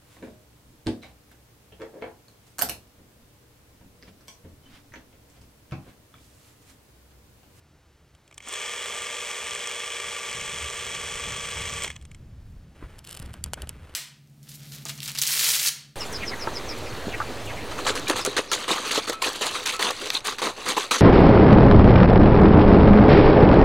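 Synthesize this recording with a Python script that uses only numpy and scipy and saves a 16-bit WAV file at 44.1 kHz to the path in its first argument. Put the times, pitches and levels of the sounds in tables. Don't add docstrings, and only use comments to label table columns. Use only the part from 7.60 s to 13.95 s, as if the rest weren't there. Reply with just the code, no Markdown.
import sys
import numpy as np
from scipy import signal
from scipy.fft import rfft, irfft, next_fast_len
from scipy.io import wavfile

SR = 44100
rng = np.random.default_rng(int(sys.argv[2]) if len(sys.argv) > 2 else 0)


def transcribe(signal):
    frames = np.atleast_2d(signal).T
    limited = np.clip(frames, -1, 1)
    pcm = np.round(limited * 32767).astype(np.int16)
    wavfile.write(sys.argv[1], SR, pcm)


N = 280035

# (frequency [Hz], level [dB])
HOUSING = [(130, -31), (210, -15.5), (290, -21.5), (400, -8.5), (700, -8.5), (1400, -9), (2000, -5),
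           (3400, -6), (3700, -10.5), (4500, -13), (5500, -10.5), (8400, -10), (9400, -18.5),
           (10700, -28.5), (15500, -34.5)]
# (frequency [Hz], width [Hz], gain [dB])
HOUSING_MODES = [(468, 80, 2), (735, 50, -7), (1165, 70, 7), (1570, 30, -7), (1800, 90, 3), (2070, 60, -4),
                 (2180, 130, 6), (2350, 160, 4), (2560, 120, 4), (2700, 120, -5), (2890, 110, 5),
                 (2990, 70, -6), (3150, 200, 6), (3370, 190, 6), (3630, 100, -4), (4480, 200, -4),
                 (5200, 300, -3), (5640, 200, 4), (6100, 200, -5), (6400, 300, 3), (8220, 400, 4),
                 (8550, 250, -4)]
FRAMES_PER_TURN = 4


def from_db(db):
    return 10 ** (np.asarray(db) / 20)


def rms_one(x):
    return x / np.sqrt(np.mean(x ** 2) + 1e-20)


def at_hz(points, hz):
    known_hz, db = np.transpose(points)
    return np.interp(np.log(np.maximum(hz, 1)), np.log(known_hz), db)


def drift(rate_hz):
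    pole = np.exp(-20 * np.pi * rate_hz / SR)
    raw = rng.standard_normal(N // 10 + 4002)
    slow = signal.lfilter([1], [1, -2 * pole, pole * pole], raw)[4000:]
    return np.interp(np.arange(N) / 10, np.arange(len(slow)), rms_one(slow))


def colour(x, spectrum, modes=(), tilt_db=0):
    size = 8192
    hz = np.maximum(np.fft.rfftfreq(size, 1 / SR), 1)
    db = at_hz(spectrum, hz) + tilt_db * np.log2(np.clip(hz, 500, 8000) / 3000)
    for centre_hz, width_hz, gain_db in modes:
        db = db + gain_db / (1 + (2 * (hz - centre_hz) / width_hz) ** 2)
    cepstrum = irfft(np.log(from_db(db)))
    cepstrum[1:size // 2] *= 2
    cepstrum[size // 2 + 1:] = 0
    response = irfft(np.exp(rfft(cepstrum)))
    return signal.fftconvolve(x, response)[:len(x)]


def noise(spectrum):
    return rms_one(colour(rng.standard_normal(N), spectrum))


def grains(per_s, spread_db):
    sizes = from_db(spread_db * np.minimum(rng.exponential(1, N), 4))
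    signed = sizes * rng.choice([-1, 1], N)
    return rms_one(signed * (rng.random(N) < per_s / SR))


def blow(t60, rise_s, crack_db=-60, crack_s=0.001):
    t = np.arange(SR // 10) / SR
    burst = (1 - np.exp(-t / rise_s)) * np.exp(-np.log(1000) * t / t60)
    crack = from_db(crack_db) * np.exp(-t / crack_s)
    return (burst + crack) * rng.choice([-1, 1], len(t))


def add(out, s, db, sound):
    start = int(s * SR)
    part = sound[:N - start]
    out[start:start + len(part)] += from_db(db) * part / np.abs(part).max()


def outdoors():
    # (time [s], level [dB])
    breeze = [(0, -65), (2.63, -65), (2.78, -51.5), (3.48, -52.5), (4.15, -48.5), (4.45, -51), (4.8, -46),
              (5.05, -50.5), (5.14, -56.5), (5.3, -49), (5.5, -57), (5.65, -51.5), (6.1, -50),
              (6.35, -55.5)]
    # (time of the peak [s], rise above the breeze [dB])
    gusts = [(.14, 3.5), (.74, 2.5), (1.3, 4), (1.951, 5), (2.48, 8), (2.88, 1), (3.011, 2), (3.7, 8),
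             (4.0, 7.5), (4.11, 4.5), (4.61, 1.5), (5.66, 6.5), (5.87, 6.5)]
    # (frequency [Hz], level [dB])
    surge = [(10, -14), (20, 10.5), (42, 2), (55, 9), (90, -50)]
    rumble = [(30, -37), (52, -3.5), (72, 6.5), (105, -3.5), (140, -7.5), (250, -76.5)]
    buffet = [(60, -22.5), (110, -1), (160, -1.5), (240, -10.5), (350, -20), (600, -27.5), (1500, -67)]
    # (frequency [Hz], level [dB])
    field = [(180, -23.5), (300, -6), (404, -10.5), (431, -10.5), (526, -12), (835, -13.5), (1020, -16),
             (1300, -15.5), (5850, -26), (15500, -38.5)]
    gust_s = 0.047

    t = np.arange(N) / SR
    times, levels_db = np.transpose(breeze)
    wind_db = np.interp(t, times, levels_db)
    for s, db in gusts:
        wind_db += db * np.exp(-((t - s) / gust_s) ** 2)

    out = from_db(-63.5) * noise(field)
    for spectrum, db, eddy_db in ((surge, -7.0, 3.5), (rumble, 2.0, 2.0), (buffet, -2.0, 2.0)):
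        eddies_db = eddy_db * drift(rate_hz=4.5)
        out += from_db(wind_db + db + eddies_db) * noise(spectrum)
    return out


def strokes_of_hand():
    # (start [s], length [s], level [dB])
    strokes = [(5.14, 0.081, -56.5), (5.213, 0.044, -54.5), (5.278, 0.11, -56), (5.47, 0.13, -55),
               (5.603, 0.1, -51.5), (5.736, 0.054, -57.5), (5.854, 0.02, -53), (5.952, 0.084, -49.5),
               (6.074, .27, -56)]
    # (frequency [Hz], level [dB])
    rubbing_spectrum = [(180, -16), (300, 1), (616, -3), (763, -8), (1420, -4.5), (1970, -8), (2970, -11.5),
                        (5260, -25), (7540, -27), (8460, -23), (15000, -36)]
    # (frequency [Hz], level [dB])
    sway_spectrum = [(10, -14), (20, 10.5), (42, 2), (55, 9), (90, -50)]
    attack_s, release_s = 0.023, 0.03

    t = np.arange(N) / SR
    pressure = np.zeros(N)
    for s, length, db in strokes:
        press = np.clip((t - s) / attack_s, 0, 1)
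        let_go = np.exp(-np.maximum(t - s - length, 0) / release_s)
        pressure += from_db(db) * press * let_go

    unevenness = from_db(1.5 * drift(rate_hz=43))
    contacts = grains(per_s=2600, spread_db=2.5) * unevenness
    rubbing = rms_one(colour(contacts, rubbing_spectrum))
    return pressure * (rubbing + noise(sway_spectrum))


def bumps_on_body():
    # (time [s], thud level [dB], thud frequency [Hz], thud t60 [s], scuff level [dB])
    bumps = [(5.225, -33, 302, 0.023, -33), (5.237, -30, 49.7, 0.1, -40), (5.6, -30.5, 130, 0.044, -43),
             (5.618, -35, 42, 0.13, -45), (5.739, -53, 199, .05, -37.5), (5.861, -44, 79, 0.11, -52),
             (5.974, -45, 150, .04, -35.5), (6.03, -34.5, 65, 0.082, -36.5)]
    # (frequency [Hz], level [dB])
    scuff = [(100, -6.5), (350, 0), (800, -5), (1400, -3), (2200, -10), (3500, -45), (12000, -56)]

    out, t = np.zeros(N), np.arange(SR // 2) / SR
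    for s, db, hz, t60, scuff_db in bumps:
        thud = -np.sin(2 * np.pi * hz * t) * np.exp(-np.log(1000) * t / t60)
        add(out, s, db, thud)
        add(out, s, scuff_db, colour(blow(t60=0.052, rise_s=0.0013), scuff))
    return out


def ratchet():
    # (time [s], level [dB])
    teeth = [(5.39, -36), (5.449, -34.5), (5.473, -31.5), (5.492, -30.5), (5.510, -30), (5.528, -28.5),
             (5.549, -29), (5.572, -30), (5.598, -31), (5.625, -34.5), (5.66, -37), (5.739, -32.5)]
    # (frequency [Hz], level [dB])
    pawl = [(600, -16), (1500, -8), (2400, -7.5), (3000, 3), (3800, -4), (4500, -2.5), (5600, -4.5),
            (6300, -9), (7600, -1), (8800, -1.5), (10200, -4), (11200, -7), (12300, -8), (15500, -21)]
    lead_s, lift_db = 0.0055, -7.0
    rasp_s, rasp_db = 0.01, -19.5

    out, t = np.zeros(N), np.arange(N) / SR
    sliding = np.zeros(N)
    for s, db in teeth:
        add(out, s - lead_s, db + lift_db, colour(blow(t60=0.009, rise_s=0.00038), pawl))
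        add(out, s, db, colour(blow(t60=0.009, rise_s=0.00038), pawl))
        sliding += from_db(db + rasp_db) * np.exp(-((t - s) / rasp_s) ** 2)
    rasp = rms_one(colour(grains(per_s=2000, spread_db=3.5), pawl, tilt_db=-5.5))
    return out + sliding * rasp


def key_snaps():
    # (time [s], level [dB], brightness [dB per octave], t60 [s])
    snaps = [(5.840, -12, 4.5, 0.0096), (5.861, -29.5, -3.5, 0.02), (5.9344, -12.5, 0, 0.0089),
             (5.94, -22, -0.5, 0.012), (5.987, -37, -12, .012), (6.02, -23.5, 4, .008),
             (6.073, -31, -5.5, .015), (6.0925, -18, 6, 0.012), (6.295, -37.5, -7, .015),
             (6.34, -37, -4.5, .015)]
    # (frequency [Hz], level [dB])
    key = [(300, -2.5), (900, 0), (2000, -8.5), (4000, -7.5), (6000, -8), (7000, -2), (10000, -2),
           (12000, -8.5), (13500, -11), (15500, -29)]
    # (frequency [Hz], width [Hz], gain [dB])
    key_modes = [(1530, 340, 10.5), (2960, 640, 15.5), (4670, 400, 10), (6400, 690, -0.5), (7000, 550, 3),
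                 (10300, 1200, 5)]
    lead_s, lead_db = 0.0035, -31.0
    after_db = -22.0

    out = np.zeros(N)
    for s, db, tilt_db, t60 in snaps:
        rise = blow(t60, rise_s=0.001)
        add(out, s - lead_s, db + lead_db, colour(rise, key, key_modes, tilt_db))
        snap = blow(t60, rise_s=0.00028, crack_db=16.5, crack_s=0.00068)
        add(out, s, db, colour(snap, key, key_modes, tilt_db))
        ring = blow(t60=0.046, rise_s=0.00066)
        add(out, s, db + after_db, colour(ring, HOUSING, HOUSING_MODES))
    return out


def latch():
    # (time [s], level [dB], brightness [dB per octave])
    clicks = [(0.55, -46, 0.5), (.678, -44.5, 3), (.712, -40, -2), (.726, -40, -2), (.743, -42.5, 9),
              (.779, -27.5, 3), (.804, -33, -2), (.825, -40, 4), (.874, -27, -2), (0.886, -25, 17),
              (.926, -23.5, 14), (0.938, -23, 7), (4.222, -25, 4), (4.231, -28, 11), (4.236, -16.5, 7),
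              (4.243, -20, .3), (4.246, -16.5, -1), (4.278, -22.5, 0), (4.302, -24, -1.8), (4.315, -33, 0),
              (4.358, -39, 1), (4.363, -29.5, -0.5), (4.413, -44, 2), (4.424, -43, 2), (4.452, -37.5, 1),
              (4.515, -37, 3.5), (4.547, -35.5, 1.3)]
    lever_t60_s = 0.019
    lead_s, lead_db = 0.0039, -19.0

    out = np.zeros(N)
    modes = [*HOUSING_MODES, (2280, 330, 3.5)]
    for s, db, tilt_db in clicks:
        onset = blow(lever_t60_s, rise_s=0.001)
        add(out, s - lead_s, db + lead_db, colour(onset, HOUSING, modes, tilt_db))
        click = blow(lever_t60_s, rise_s=0.00018, crack_db=-3)
        add(out, s, db, colour(click, HOUSING, modes, tilt_db))
    return out


def pace():
    release_s, spin_up_s, stop_s, coast_s = 0.795, 0.15, 4.255, 0.051
    t = np.arange(N) / SR
    spin_up = np.clip((t - release_s) / spin_up_s, 0, 1)
    coast = np.exp(-np.maximum(t - stop_s, 0) / coast_s)
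    return spin_up * coast


def frame_count():
    full_fps, spent_fps, run_down_s = 24.70, 23.121, 5.39
    first_stroke_s = 1.096
    t = np.arange(N) / SR - first_stroke_s
    speed_fps = pace() * (spent_fps + (full_fps - spent_fps) * np.exp(-t / run_down_s))
    count = np.cumsum(speed_fps) / SR
    return count - count[int(first_stroke_s * SR)]


def touches(frames, places, sizes):
    passed = (places > frames[0]) & (places < frames[-1])
    return np.bincount(np.searchsorted(frames, places[passed]), sizes[passed], N)


def gear_teeth(frames, turns, count=450):
    spread_db, slop_frames, uneven_db = 2.5, 0.002, 1.0
    places = rng.uniform(0, FRAMES_PER_TURN, count)
    polarity = rng.choice([-1, 1], count)
    sizes = polarity * from_db(spread_db * np.minimum(rng.exponential(1, count), 3))
    late, stronger = rng.standard_normal((2, len(turns), count))
    passing = turns[:, None] + places + slop_frames * late
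    teeth = touches(frames, passing, sizes * from_db(uneven_db * stronger))
    return teeth / np.std(teeth[pace() == 1])


def frame_knocks(frames, numbers):
    # (place [share of the frame], level [dB])
    contacts = [(0, 2.5), (.2, 3), (.39, -3.5), (.61, 0), (.81, -3)]
    jitter_frames, uneven_db = 0.006, 2.0
    bite_db = 4.5 * 0.58 ** (numbers % FRAMES_PER_TURN)

    knocks = np.zeros(N)
    for k, (place, db) in enumerate(contacts):
        late, stronger = rng.standard_normal((2, len(numbers)))
        knock_db = db + (k == 0) * bite_db + uneven_db * stronger
        knocks += touches(frames, numbers + place + jitter_frames * late, from_db(knock_db))
    return knocks


def clatter(frames):
    chatter_s, teeth_db, scrape_db, crack_db = 0.0014, -4.0, -7.0, 4.5
    numbers = np.arange(-8, 84)
    knocks = frame_knocks(frames, numbers)
    decay = np.exp(-1 / (chatter_s * SR))
    chatter = signal.lfilter([1], [1, -decay], knocks + 1e-18)
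    force = chatter * rng.choice([-1, 1], N)
    force += from_db(teeth_db) * gear_teeth(frames, numbers[::FRAMES_PER_TURN])
    force += from_db(scrape_db) * grains(per_s=6000, spread_db=4.0)
    first_touch = from_db(crack_db) * knocks * rng.choice([-1, 1], N)
    cracks = colour(first_touch, HOUSING, HOUSING_MODES, tilt_db=1.0)
    body = colour(force, HOUSING, HOUSING_MODES) + cracks
    return body / np.std(body[pace() == 1])


def whine(frames):
    # (pitch [cycles per frame], level [dB], phase wander [rad])
    gears = [(15.5, -65, .2), (16.5, -57, .2), (19.25, -51.5, .15), (20, -63, .15), (20.25, -63, .2),
             (22, -62.5, .2), (24, -55.5, .15), (47, -58, .4), (48, -50.3, .25), (48.75, -59.5, .4),
             (49, -57.5, .4), (58, -62, .3), (66, -58, .3), (67, -60, .3), (88, -56, .3), (96, -53.5, .35),
             (138, -52, .35)]
    out = np.zeros(N)
    for order, db, wander in gears:
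        phase = 2 * np.pi * order * frames + wander * drift(rate_hz=14)
        out += np.sqrt(2) * from_db(db) * np.sin(phase)
    return out


def motor():
    frames, share = frame_count(), pace()
    clattering = from_db(-34.0) * share ** 1.13 * clatter(frames)
    singing = from_db(-0.03) * share ** 2.0 * whine(frames)
    return clattering + singing


def scene():
    # (frequency [Hz], side against mid [dB])
    width_table = [(60, -80), (160, -60), (400, -46.5), (750, -28), (1400, -54), (2100, -18), (3300, -12.5),
                   (5500, -7.5), (9000, -2.5), (15500, 5)]
    background = outdoors() + strokes_of_hand() + bumps_on_body()
    mid = background + ratchet() + key_snaps() + latch() + motor()
    size = next_fast_len(N + SR)
    width = from_db(at_hz(width_table, np.fft.rfftfreq(size, 1 / SR)))
    side = irfft(1j * width * rfft(mid, size), size)[:N]
    return np.array([mid + side, mid - side])


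def record(dry):
    low_pass = signal.ellip(12, .1, 80, 15900, fs=SR, output="sos")
    return signal.sosfilt(low_pass, dry)


dry = scene()
out = record(dry)
transcribe(out)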